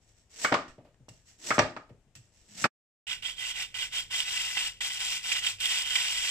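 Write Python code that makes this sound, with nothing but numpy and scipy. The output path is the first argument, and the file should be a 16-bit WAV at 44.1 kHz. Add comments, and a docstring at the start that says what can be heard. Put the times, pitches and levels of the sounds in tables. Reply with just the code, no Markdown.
"""Over faint room tone in a small kitchen, a knife cuts a raw carrot three times on a plastic board.
Each time the blade hisses through crushed cells, the carrot splits and the edge knocks on the board;
loose pieces tumble between the cuts. A short silence follows. Then, over a low rumble and a motor's
hum, a hand-cranked drum grater shreds carrot in uneven strokes: its teeth rasp and fizz through
the flesh and excite the resonances of the drum and its plastic housing."""
import sys
import numpy as np
from scipy import signal
from scipy.fft import rfft, irfft, next_fast_len
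from scipy.io import wavfile
from scipy.ndimage import uniform_filter1d

SR = 44100
rng = np.random.default_rng(int(sys.argv[2]) if len(sys.argv) > 2 else 0)


def output_pcm(signal):
    """Save a mono or channel-first signal as 16-bit PCM at the path in sys.argv[1].

    Samples are clipped to [-1, 1] before scaling.
    """
    pcm = np.clip(np.atleast_2d(signal).T, -1, 1) * 32767
    wavfile.write(sys.argv[1], SR, np.round(pcm).astype(np.int16))


N = 277829
TIME = np.arange(N) / SR
HZ = np.fft.rfftfreq(8192, 1 / SR)

# Room tone during the cutting and during the grating: frequency_hz, density_db
QUIET_SPECTRUM = [(12, -32.5), (20, 4.5), (108, 2), (155, -7.5), (638, -15.5), (1140, -23),
                  (2770, -23), (4310, -29), (7720, -25), (9630, -35.5), (15000, -46)]
RUMBLE_SPECTRUM = [(15, -3), (40, 2), (80, -14), (115, -3.5), (170, -12), (300, -19.5), (500, -19),
                   (2000, -56)]
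# Tones of an appliance motor: pitch_hz, level_db
HUM_TONES = [(23, -93), (45, -70), (100, -70.5), (149, -82)]
# Reverberation time of the kitchen: frequency_hz, t60_s
KITCHEN_DECAY = [(100, 0.39), (300, 0.33), (1000, 0.29), (3000, 0.29), (8000, 0.31), (15000, .22)]
# Level difference between the channels: frequency_hz, left_minus_right_db
KNIFE_BALANCE = [(100, 0.5), (700, 3), (1200, 1.5), (1500, -2.5), (2100, -2.5), (3000, -6.5), (4200, -5.5),
                 (6000, -7.5), (7200, 6.5), (8200, 13.5), (10500, -3), (15000, -6.5)]
GRATER_BALANCE = [(60, 36), (99, 14), (160, 4), (270, -0.5), (450, -3.5), (740, -4), (1220, -4.5),
                  (2010, -7), (3330, -10.5), (5500, 7.5), (9080, 12.5), (15000, 11.5)]
# Likeness of the channels: frequency_hz, coherence_ratio, left_lead_rad
KNIFE_COHERENCE = [(100, 0.93, 0.013), (400, .98, 0.019), (709, 0.97, 0.31), (1402, 0.6, 0),
                   (3100, 0.2, 0.016), (7000, 0.1, 0.11)]
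GRATER_COHERENCE = [(100, 0.24, 3), (860, 1, 1.05), (1560, 0.98, 1.13), (2640, 0.8, 0.75), (3400, 0.48, 3),
                    (4400, 1, 2.5), (6860, 0.26, 3), (7830, 0.069, 9), (15100, 0.06, 13.5)]

# Spectral envelopes of the sources: frequency_hz, density_db
GRATER_SPECTRUM = [(120, -47.5), (200, -30.5), (280, -21.5), (430, -27), (560, -20.5), (790, -17),
                   (1200, -13.5), (1750, -7.5), (2100, -3), (3100, 1.5), (3600, -3), (4300, -9),
                   (5500, -12), (6500, -17.5), (7900, -13.5), (10000, -29), (15000, -33)]
FLESH_SPECTRUM = [(80, -20), (250, -12), (450, -17.5), (620, -7.5), (1000, -15), (2100, -7), (4000, -7.5),
                  (6000, -5), (6700, -2), (7850, -5.5), (9000, -16.5), (11000, -20.5), (15000, -26)]
SPLIT_SPECTRUM = [(60, -33.5), (160, -18.5), (450, -14.5), (650, -11.5), (980, -13), (1300, 0), (2250, -10),
                  (2900, -18), (5500, -23), (8000, -37), (10000, -41.5), (15000, -57)]
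BOARD_SPECTRUM = [(40, -26), (110, -8), (270, -1), (460, -4.5), (660, -3), (1250, -2), (2200, -8),
                  (3800, -18), (7500, -29.5), (9500, -48.5), (15000, -66.5)]
PIECE_SPECTRUM = [(40, -16), (120, 10.5), (250, 0), (650, -10), (1000, -21), (3000, -36), (12000, -71)]
SKIN_SPECTRUM = [(200, -17), (900, -16), (1800, -8.5), (4000, -10), (7500, -8), (9500, -22), (15000, -27)]
# Spectral envelope of the board's groan about its pitch: offset_octaves, density_db
GROAN_SPECTRUM = [(-2.5, -35.5), (-0.3, -6.5), (0, -0.5), (-1, -5), (0.3, -17), (3.5, -57.5)]
# Normal modes of the solid bodies: centre_hz, width_hz, lift_db
HOUSING_RESONANCES = [(786, 90, 7.3), (1524, 70, 5.5), (2024, 90, 7.7), (2582, 65, 3.6), (3143, 120, 4.7),
                      (3560, 76, 5.6), (4720, 280, 3.7), (5670, 170, 4.8), (7560, 280, 4.8)]
BOARD_RESONANCES = [(130, 30, 3), (258, 40, 5), (365, 30, 6), (605, 65, 8), (780, 40, 3), (865, 35, 5),
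                    (1050, 40, 3), (1170, 50, 5), (1260, 70, 6), (1540, 50, 2), (1860, 70, 4),
                    (2220, 120, 4), (2550, 40, 3), (2890, 50, 6), (4600, 250, 4), (5300, 250, 4)]
BLADE_RESONANCES = [(1840, 61, 9), (2808, 180, 3), (4710, 260, -0.5), (5600, 480, 5), (7800, 320, 5.5)]  # damped by the carrot

# Pushes of the crank: start_s, length_s, attack_s, force_db, relative_treble_db, drum_hz
CRANK_STROKES = [ (3.052, 0.08, 0.046, -36.5, -6, 2750), (3.219, .083, 0.03, -40, -4, 3090),
                 (3.353, 0.16, 0.062, -39, -4, 3180), (3.52, 0.11, 0.081, -35.5, -5, 2680),
                 (3.747, 0.1, .004, -38.5, -4, 2720), (3.906, 0.093, 0.052, -35, -4, 3140),
                 (4.097, 0.13, 0.029, -35.5, -2.5, 3040), (4.23, 0.32, 0.03, -37, -3, 2780),
                 (4.524, 0.15, 0.028, -34.5, -3.5, 2880), (4.805, 0.072, .003, -36.5, 0, 3120),
                 (4.887, 0.093, 0.016, -40, 0, 2930), (4.975, 0.19, .025, -35.5, -2, 2750),
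                 (5.197, 0.14, 0.12, -33, -3, 2860), (5.34, 0.048, 0.013, -35.5, -1.5, 2830),
                 (5.403, 0.1, 0.042, -34, -2.5, 2780), (5.581, 0.24, 0.056, -34, -3.5, 2780),
                 (5.838, 0.52, 0.017, -35, -3, 2880), (5.97, 0.33, 0.03, -36.5, -2.5, 2700), ]
# The grater sways in the hand: time_s, balance_db (a rise moves it left)
GRATER_SWAY = [(3.1, -9.5), (3.4, -9), (3.75, -6.5), (4.25, -4), (4.7, -2), (5.15, -5), (5.45, -7),
               (5.8, -6), (6.15, -7)]
# The blade slides lightly over the skin: start_s, length_s, force_db
SKIN_GRAZES = [(0.0, 0.018, -72), (0.056, 0.036, -72), (0.15, 0.031, -71.5), (1.102, .08, -70.5),
               (1.25, 0.051, -63), (2.205, 0.056, -74), (2.314, 0.2, -70.5)]
# The blade wedges into the flesh: start_s, length_s, final_force_db, swell_db, groan_db, groan_hz
KNIFE_SLICES = [(0.294, 0.15, -37.5, 31.5, -62, 477), (1.382, 0.11, -37.5, 28.5, -50, 376),
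                (1.536, 0.011, -43, 10.5, -60.5, 353), (2.48, 0.15, -40, 32.5, -48.5, 215),
                (2.571, 0.0036, -49.5, 4, -67, 215)]
# The steel rings after the hardest chop: start_s, pitch_hz, level_db, t60_s
BLADE_PARTIALS = [(1.5906, 5760, -23, .06), (1.5905, 7870, -34, .03)]
# Impulsive events: start_s, level_db, decay_s, tilt_db_per_octave, ring_hz
TOOTH_CATCHES = [(3.071, -46, 0.024, -3.5, 2790), (3.1105, -31, 0.015, -1.5, 3200),
                 (3.2235, -39.5, 0.024, 1.5, 3230), (3.25, -37, 0.017, -1, 3300),
                 (3.743, -35, 0.006, 1.5, 2980), (4.108, -41.5, 0.016, -4, 2770),
                 (4.2013, -27.5, 0.0041, 0.5, 3000), (4.5695, -26.5, 0.011, -2.5, 2720),
                 (4.8085, -32, 0.021, 0, 1940), (5.318, -26.5, 0.01, 0, 2480),
                 (5.4655, -25, 0.0074, 2, 2880), (5.603, -32.5, 0.061, 5.5, 2730),
                 (5.656, -25, 0.0034, 6.5, 3400), (5.9548, -22.5, 0.014, 1, 2250)]  # a tooth tears off a shred
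CARROT_SPLITS = [(.4462, -20, 0.013, 0, 2250), (1.5055, -21.5, 0.015, -2, 2150),
                 (2.6412, -19, 0.00874, 2.5, 2340)]  # the carrot cracks ahead of the blade
BOARD_CHOPS = [(.5185, -31.5, 0.0049, -2, 560), (.5228, -20, 0.0096, 0, 714),
               (.5412, -22, 0.011, 2.5, 1220), (1.5812, -20.5, 0.0041, -1.5, 236.4),
               (1.5898, -17.5, 0.012, 1, 604), (1.593, -18, 0.0036, 4, 1200),
               (1.765, -37, 0.011, 0.5, 1140), (2.651, -24.5, 0.0073, 0.5, 777)]  # the edge lands on the board
PIECE_TUMBLES = [(.781, -52.5, 0.028, 4, 620), (.848, -60.5, .034, 7.5, 640), (1.002, -58.5, .012, -1, 140),
                 (1.0838, -56, 0.0011, 5.5, 896), (1.096, -55, 0.025, -8.5, 160),
                 (1.596, -39.5, .025, -15, 90), (1.893, -56.5, 0.0122, 6, 400),
                 (1.906, -53, 0.029, 0.5, 270), (2.065, -68, 0.029, -0.5, 158),
                 (2.16, -59, .025, -6.5, 125), (2.643, -35, 0.014, 4.5, 251.7)]  # cut pieces roll and rock
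SKIN_NICKS = [(.68, -50.5, 0.026, -5, 1300), (.944, -64, 0.0022, -7, 1300), (1.0875, -50, 0.0086, 1, 2750),
              (2.1525, -50, 0.017, 1, 2680)]  # the blade touches the skin


def amp(db):
    """Amplitude grows tenfold for every 20 dB."""
    return 10 ** (np.asarray(db) / 20)


def unit_rms(x):
    """Normalisation: the mean of the two channels gets an rms of 1."""
    return x / np.sqrt(np.mean(x.mean(0) ** 2) + 1e-20)


def curve(points, hz=HZ):
    """Interpolation of (frequency_hz, value) points on a logarithmic frequency axis."""
    point_hz, value = np.transpose(points)
    return np.interp(np.log(hz + 1), np.log(point_hz + 1), value)


def add(mix, start_s, sound):
    """Superposition: a stereo sound adds to the mix from start_s on."""
    part = mix[:, round(start_s * SR):][:, :sound.shape[1]]
    part += sound[:, :part.shape[1]]


def panned(x, balance_db):
    """A level difference between the channels moves a sound toward the louder side."""
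    return x * amp(np.array([[.5], [-.5]]) * balance_db)


def modal_db(modes):
    """Each normal mode raises a Lorentzian peak in a body's decibel spectrum."""
    return sum(db / (1 + (2 * (HZ - hz) / width_hz) ** 2) for hz, width_hz, db in modes)


def colour(x, spectrum_db, balance_db=0):
    """Causality: a minimum-phase filter rings after each click, never before it."""
    relative_db = np.maximum(spectrum_db - spectrum_db.max(), -100)
    log_gain = np.log(panned(amp(relative_db), balance_db))
    mirrored = np.hstack([log_gain, log_gain[:, -2:0:-1]])
    response = np.exp(np.conj(signal.hilbert(mirrored)))
    taps = irfft(response[:, :len(HZ)])
    return signal.oaconvolve(x, taps[:, :len(HZ)], axes=1)[:, :x.shape[1]]


def resonate(x, hz, width_hz):
    """Forced vibration of a damped oscillator whose natural frequency follows the curve hz."""
    turn = np.exp(2j * np.pi * np.cumsum(hz) / SR)
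    pole = np.exp(-np.pi * width_hz / SR)
    return 2 * (turn * signal.lfilter([1 - pole], [1, -pole], x / turn)).real


def cohere(x, coherence):
    """Partial coherence: the right channel takes a share of the left and lags it in phase."""
    size = next_fast_len(x.shape[1] + len(HZ))
    left, independent = rfft(x, size)
    hz, coherence = np.fft.rfftfreq(size, 1 / SR), np.array(coherence)
    shared = np.clip(curve(coherence[:, :2], hz), 0, 1)
    lead_rad = curve(coherence[:, ::2], hz)
    right = (shared * left + np.sqrt(1 - shared ** 2) * independent) * np.exp(-1j * lead_rad)
    return irfft([left, right], size)[:, :x.shape[1]]


def flutter(per_s):
    """Random modulation: straight lines join Gaussian values of unit variance."""
    knots = np.arange(0, N / SR + 1, 1 / per_s)
    return np.interp(TIME, knots, rng.standard_normal(N)[:len(knots)])


def crackle(per_s, spread_db, grain_s, size=256):
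    """Shot noise: cells burst at random times as tiny puffs of unequal strength."""
    strength = amp(spread_db * np.minimum(rng.exponential(1, N), 5))
    bursts = rng.random(N) < per_s / SR
    grain = np.exp(-2 * np.arange(size) / SR / grain_s)
    power = signal.oaconvolve(strength ** 2 * bursts, grain)[:N]
    return np.sqrt(abs(power)) * rng.standard_normal((2, N))


def burst(decay_s, size=8192):
    """Broadband excitation: a dying cluster of tiny fractures, even in spectrum."""
    fade = np.exp(-np.arange(size) / SR / decay_s)
    x = rng.standard_normal((2, size)) * fade
    for _ in range(4):  # flatten the spectrum, then restore the decay
        spectrum = rfft(x)
        x = irfft(spectrum / (abs(spectrum) + 1e-12)) * np.minimum(1, 2 * np.sqrt(fade))
    return x


def impacts(events, body_db, balance, coherence, ring_db, ring_width_ratio, level_samples=441):
    """Impulse response: short bursts excite a body, and each contact point favours one resonance."""
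    out = np.zeros((2, N))
    for start_s, level_db, decay_s, tilt_db_per_octave, ring_hz in events:
        tilt_db = tilt_db_per_octave * np.log2(HZ / 1000 + .05)
        peak_db = modal_db([(ring_hz, ring_width_ratio * ring_hz, ring_db)])
        hit = colour(cohere(burst(decay_s), coherence), body_db + tilt_db + peak_db, curve(balance))
        onset_rms = np.sqrt(np.mean(hit[:, :level_samples] ** 2))
        add(out, start_s, amp(level_db) * hit / onset_rms)
    return out


def press(start_s, length_s, attack_s, fall_db_per_s, swell_db=0, arch_db=0):
    """Amplitude envelope of a push: linear attack, a hold that swells or arches, exponential release."""
    t = TIME - start_s
    progress = np.clip(t / length_s, 0, 1)
    hold_db = swell_db * (progress - 1) + arch_db * (np.sin(np.pi * progress) - 2 / np.pi)
    release_db = fall_db_per_s * np.maximum(t - length_s, 0)
    return np.clip(t / attack_s, 0, 1) * amp(hold_db - release_db)


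def room_tone(spectrum, level_db):
    """Stationary noise of the house, with most of its energy at low frequencies."""
    noise = cohere(rng.standard_normal((2, N)), KNIFE_COHERENCE)
    return amp(level_db) * unit_rms(colour(noise, curve(spectrum), balance_db=4.5))


def motor_hum(waver_db=4.5):
    """Periodic vibration of a motor radiates low tones, each wavering in level."""
    return sum(np.sqrt(2) * amp(db + waver_db * flutter(per_s=10))
               * np.sin(2 * np.pi * (hz * TIME + rng.random())) for hz, db in HUM_TONES)


def kitchen(x, coherence, tail_db, early_db, early_decay_s, size=26000):
    """Reverberation: early reflections from nearby surfaces precede an exponentially dying tail."""
    t = np.arange(size) / SR
    hz, frame_s, noise = signal.stft(rng.standard_normal((2, size)), SR, nperseg=256)
    decay = amp(-60 * frame_s / curve(KITCHEN_DECAY, hz)[:, None])
    tail = signal.istft(noise * decay, SR)[1][:, :size]
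    tail *= np.clip((t - .006) / 0.0097, 0, 1)
    early = rng.standard_normal((2, size)) * np.exp(-t / early_decay_s) * (t > .002)
    echo = amp(tail_db) * tail / np.linalg.norm(tail[0])
    echo += amp(early_db) * early / np.linalg.norm(early[0])
    diffuse = [(f, shared, 0) for f, shared, _ in coherence]  # echoes come from all sides
    return x + signal.oaconvolve(x, cohere(echo, diffuse), axes=1)[:, :N]


def cranking(idle_db=-66, uneven_db=0.82, dull_start_db=5.5, bite_in_s=0.032):
    """Driving force: the strongest push of the moment sets level, treble and drum resonance."""
    pushes = np.array([amp(db) * press(start_s, length_s, attack_s, fall_db_per_s=368, arch_db=1)
                       for start_s, length_s, attack_s, db, _, _ in CRANK_STROKES])
    start_s, _, _, _, treble_db, drum_hz = np.array(CRANK_STROKES)[pushes.argmax(0)].T
    # the fizz comes only as the teeth sink in
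    treble_db = treble_db - dull_start_db * np.exp(-np.maximum(TIME - start_s, 0) / bite_in_s)
    force_db = 20 * np.log10(pushes.max(0) + amp(idle_db)) + uneven_db * flutter(per_s=28)
    return force_db, uniform_filter1d(treble_db, size=400), uniform_filter1d(drum_hz, size=400)


def drum_ring(drum_hz, width_hz=480):
    """Resonance of the drum, which shifts as the carrot presses on other parts of it."""
    hz = drum_hz * (1 + 0.079 * flutter(per_s=48))
    drive = cohere(crackle(per_s=700, spread_db=-4.5, grain_s=0.0012), GRATER_COHERENCE)
    return resonate(resonate(drive, hz, width_hz), hz, width_hz)


def grater(rasp_db=-2, fizz_db=-1, drum_db=-5, crossover_hz=4600):
    """Source and filter: the housing colours the coarse rasp and wet fizz of tearing, and the drum."""
    force_db, treble_db, drum_hz = cranking()
    body_db = curve(GRATER_SPECTRUM) + modal_db(HOUSING_RESONANCES)
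    balance_db = curve(GRATER_BALANCE)
    low_share = 1 / (1 + (HZ / crossover_hz) ** 10)
    chatter = flutter(per_s=130)  # rows of teeth bite unevenly
    coarse = cohere(crackle(per_s=2200, spread_db=1, grain_s=0.002), GRATER_COHERENCE)
    fine = cohere(crackle(per_s=18000, spread_db=4, grain_s=0.00089), GRATER_COHERENCE)
    rasp = unit_rms(colour(coarse, body_db + 10 * np.log10(low_share + 1e-9), balance_db))
    fizz = unit_rms(colour(fine, body_db + 10 * np.log10(1 - low_share + 1e-9), balance_db))
    ring = unit_rms(colour(drum_ring(drum_hz), body_db, balance_db))
    # deep-cutting teeth fizz and rasp; skidding teeth mostly ring the drum, which faces right
    bite_db = treble_db + 4  # treble above its usual level
    scrape = amp(rasp_db + 0.18 * bite_db) * rasp + amp(drum_db - 0.18 * bite_db) * ring
    sway_db = np.interp(TIME, *np.transpose(GRATER_SWAY)) + 9.5  # zero at the starting position
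    scrape = panned(scrape * amp(force_db + 1.13 * chatter), sway_db + 0.13 * bite_db)
    scrape += fizz * amp(force_db + treble_db + fizz_db + 0.46 * chatter)
    scrape += impacts(TOOTH_CATCHES, body_db, GRATER_BALANCE, GRATER_COHERENCE,
                      ring_db=8, ring_width_ratio=0.1)
    return kitchen(scrape, GRATER_COHERENCE, tail_db=-18, early_db=-8.5, early_decay_s=0.0027)


def blade_ring():
    """Free vibration: high modes of the steel die away as damped sinusoids."""
    out, t = np.zeros((2, N)), TIME[:SR // 2]
    for start_s, hz, level_db, t60_s in BLADE_PARTIALS:
        ring = amp(level_db - 60 * t / t60_s) * np.sin(2 * np.pi * hz * t)
        add(out, start_s, panned(ring, curve(KNIFE_BALANCE, hz)))
    return out


def slicing(hiss_db=1, groan_exponent=0.64):
    """Fracture and friction: crushed cells hiss louder as the blade sinks; drag makes the board groan."""
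    balance_db = curve(KNIFE_BALANCE)
    force = sum(amp(db) * press(start_s, length_s, attack_s=0.035, fall_db_per_s=170)
                for start_s, length_s, db in SKIN_GRAZES)
    slips = cohere(crackle(per_s=400, spread_db=1, grain_s=.005), KNIFE_COHERENCE)
    groan = np.zeros((2, N))
    for start_s, length_s, force_db, swell_db, groan_db, groan_hz in KNIFE_SLICES:
        push = press(start_s, length_s, attack_s=.008, fall_db_per_s=418.5, swell_db=swell_db)
        force += amp(force_db) * push
        shape_db = np.interp(np.log2((HZ + 1) / groan_hz), *np.transpose(GROAN_SPECTRUM))
        groan += amp(groan_db) * push ** groan_exponent * unit_rms(colour(slips, shape_db, balance_db))
    cells = cohere(crackle(per_s=2600, spread_db=1.8, grain_s=.0008), KNIFE_COHERENCE)
    hiss = unit_rms(colour(cells, curve(FLESH_SPECTRUM) + modal_db(BLADE_RESONANCES), balance_db))
    return amp(hiss_db) * force * hiss + groan


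def knife():
    """Modal excitation: splits, chops and loose pieces ring the board; light touches ring the blade."""
    board_db = modal_db(BOARD_RESONANCES)
    steel_db = 1.14 * modal_db(BLADE_RESONANCES)  # the blade rings more when clear of the carrot
    stereo = KNIFE_BALANCE, KNIFE_COHERENCE
    splits = impacts(CARROT_SPLITS, curve(SPLIT_SPECTRUM) + board_db, *stereo,
                     ring_db=4, ring_width_ratio=.15)
    chops = impacts(BOARD_CHOPS, curve(BOARD_SPECTRUM) + board_db, *stereo,
                    ring_db=5, ring_width_ratio=.4)
    tumbles = impacts(PIECE_TUMBLES, curve(PIECE_SPECTRUM) + board_db, *stereo,
                      ring_db=7.5, ring_width_ratio=0.89, level_samples=1300)
    nicks = impacts(SKIN_NICKS, curve(SKIN_SPECTRUM) + steel_db, *stereo,
                    ring_db=10, ring_width_ratio=0.079)
    direct = slicing() + splits + panned(chops + tumbles, balance_db=0.1) + nicks
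    return blade_ring() + kitchen(direct, KNIFE_COHERENCE, tail_db=-7.5, early_db=-11, early_decay_s=.007)


def scene(cutting_end_s=2.6625, grating_start_s=3.068):
    """Gating: the scene changes; the cutting is cut off abruptly, and after a silence the grating comes in
    already under way."""
    fade_out = np.exp(-np.maximum(TIME - cutting_end_s, 0) / 0.0056)
    fade_in = np.clip((TIME - grating_start_s) / 0.0017, 0, 1)
    cutting = knife() + room_tone(QUIET_SPECTRUM, level_db=-67.5)
    grating = grater() + room_tone(RUMBLE_SPECTRUM, level_db=-63) + motor_hum()
    return fade_out * cutting + fade_in * grating


def record(dry, cutoff_hz=15300):
    """Band limiting: a linear-phase low-pass filter removes the highest treble."""
    taps = signal.firwin(511, cutoff_hz, window=("kaiser", 9), fs=SR)
    return signal.oaconvolve(dry, taps[None], "same")


dry = scene()
out = record(dry)
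output_pcm(out)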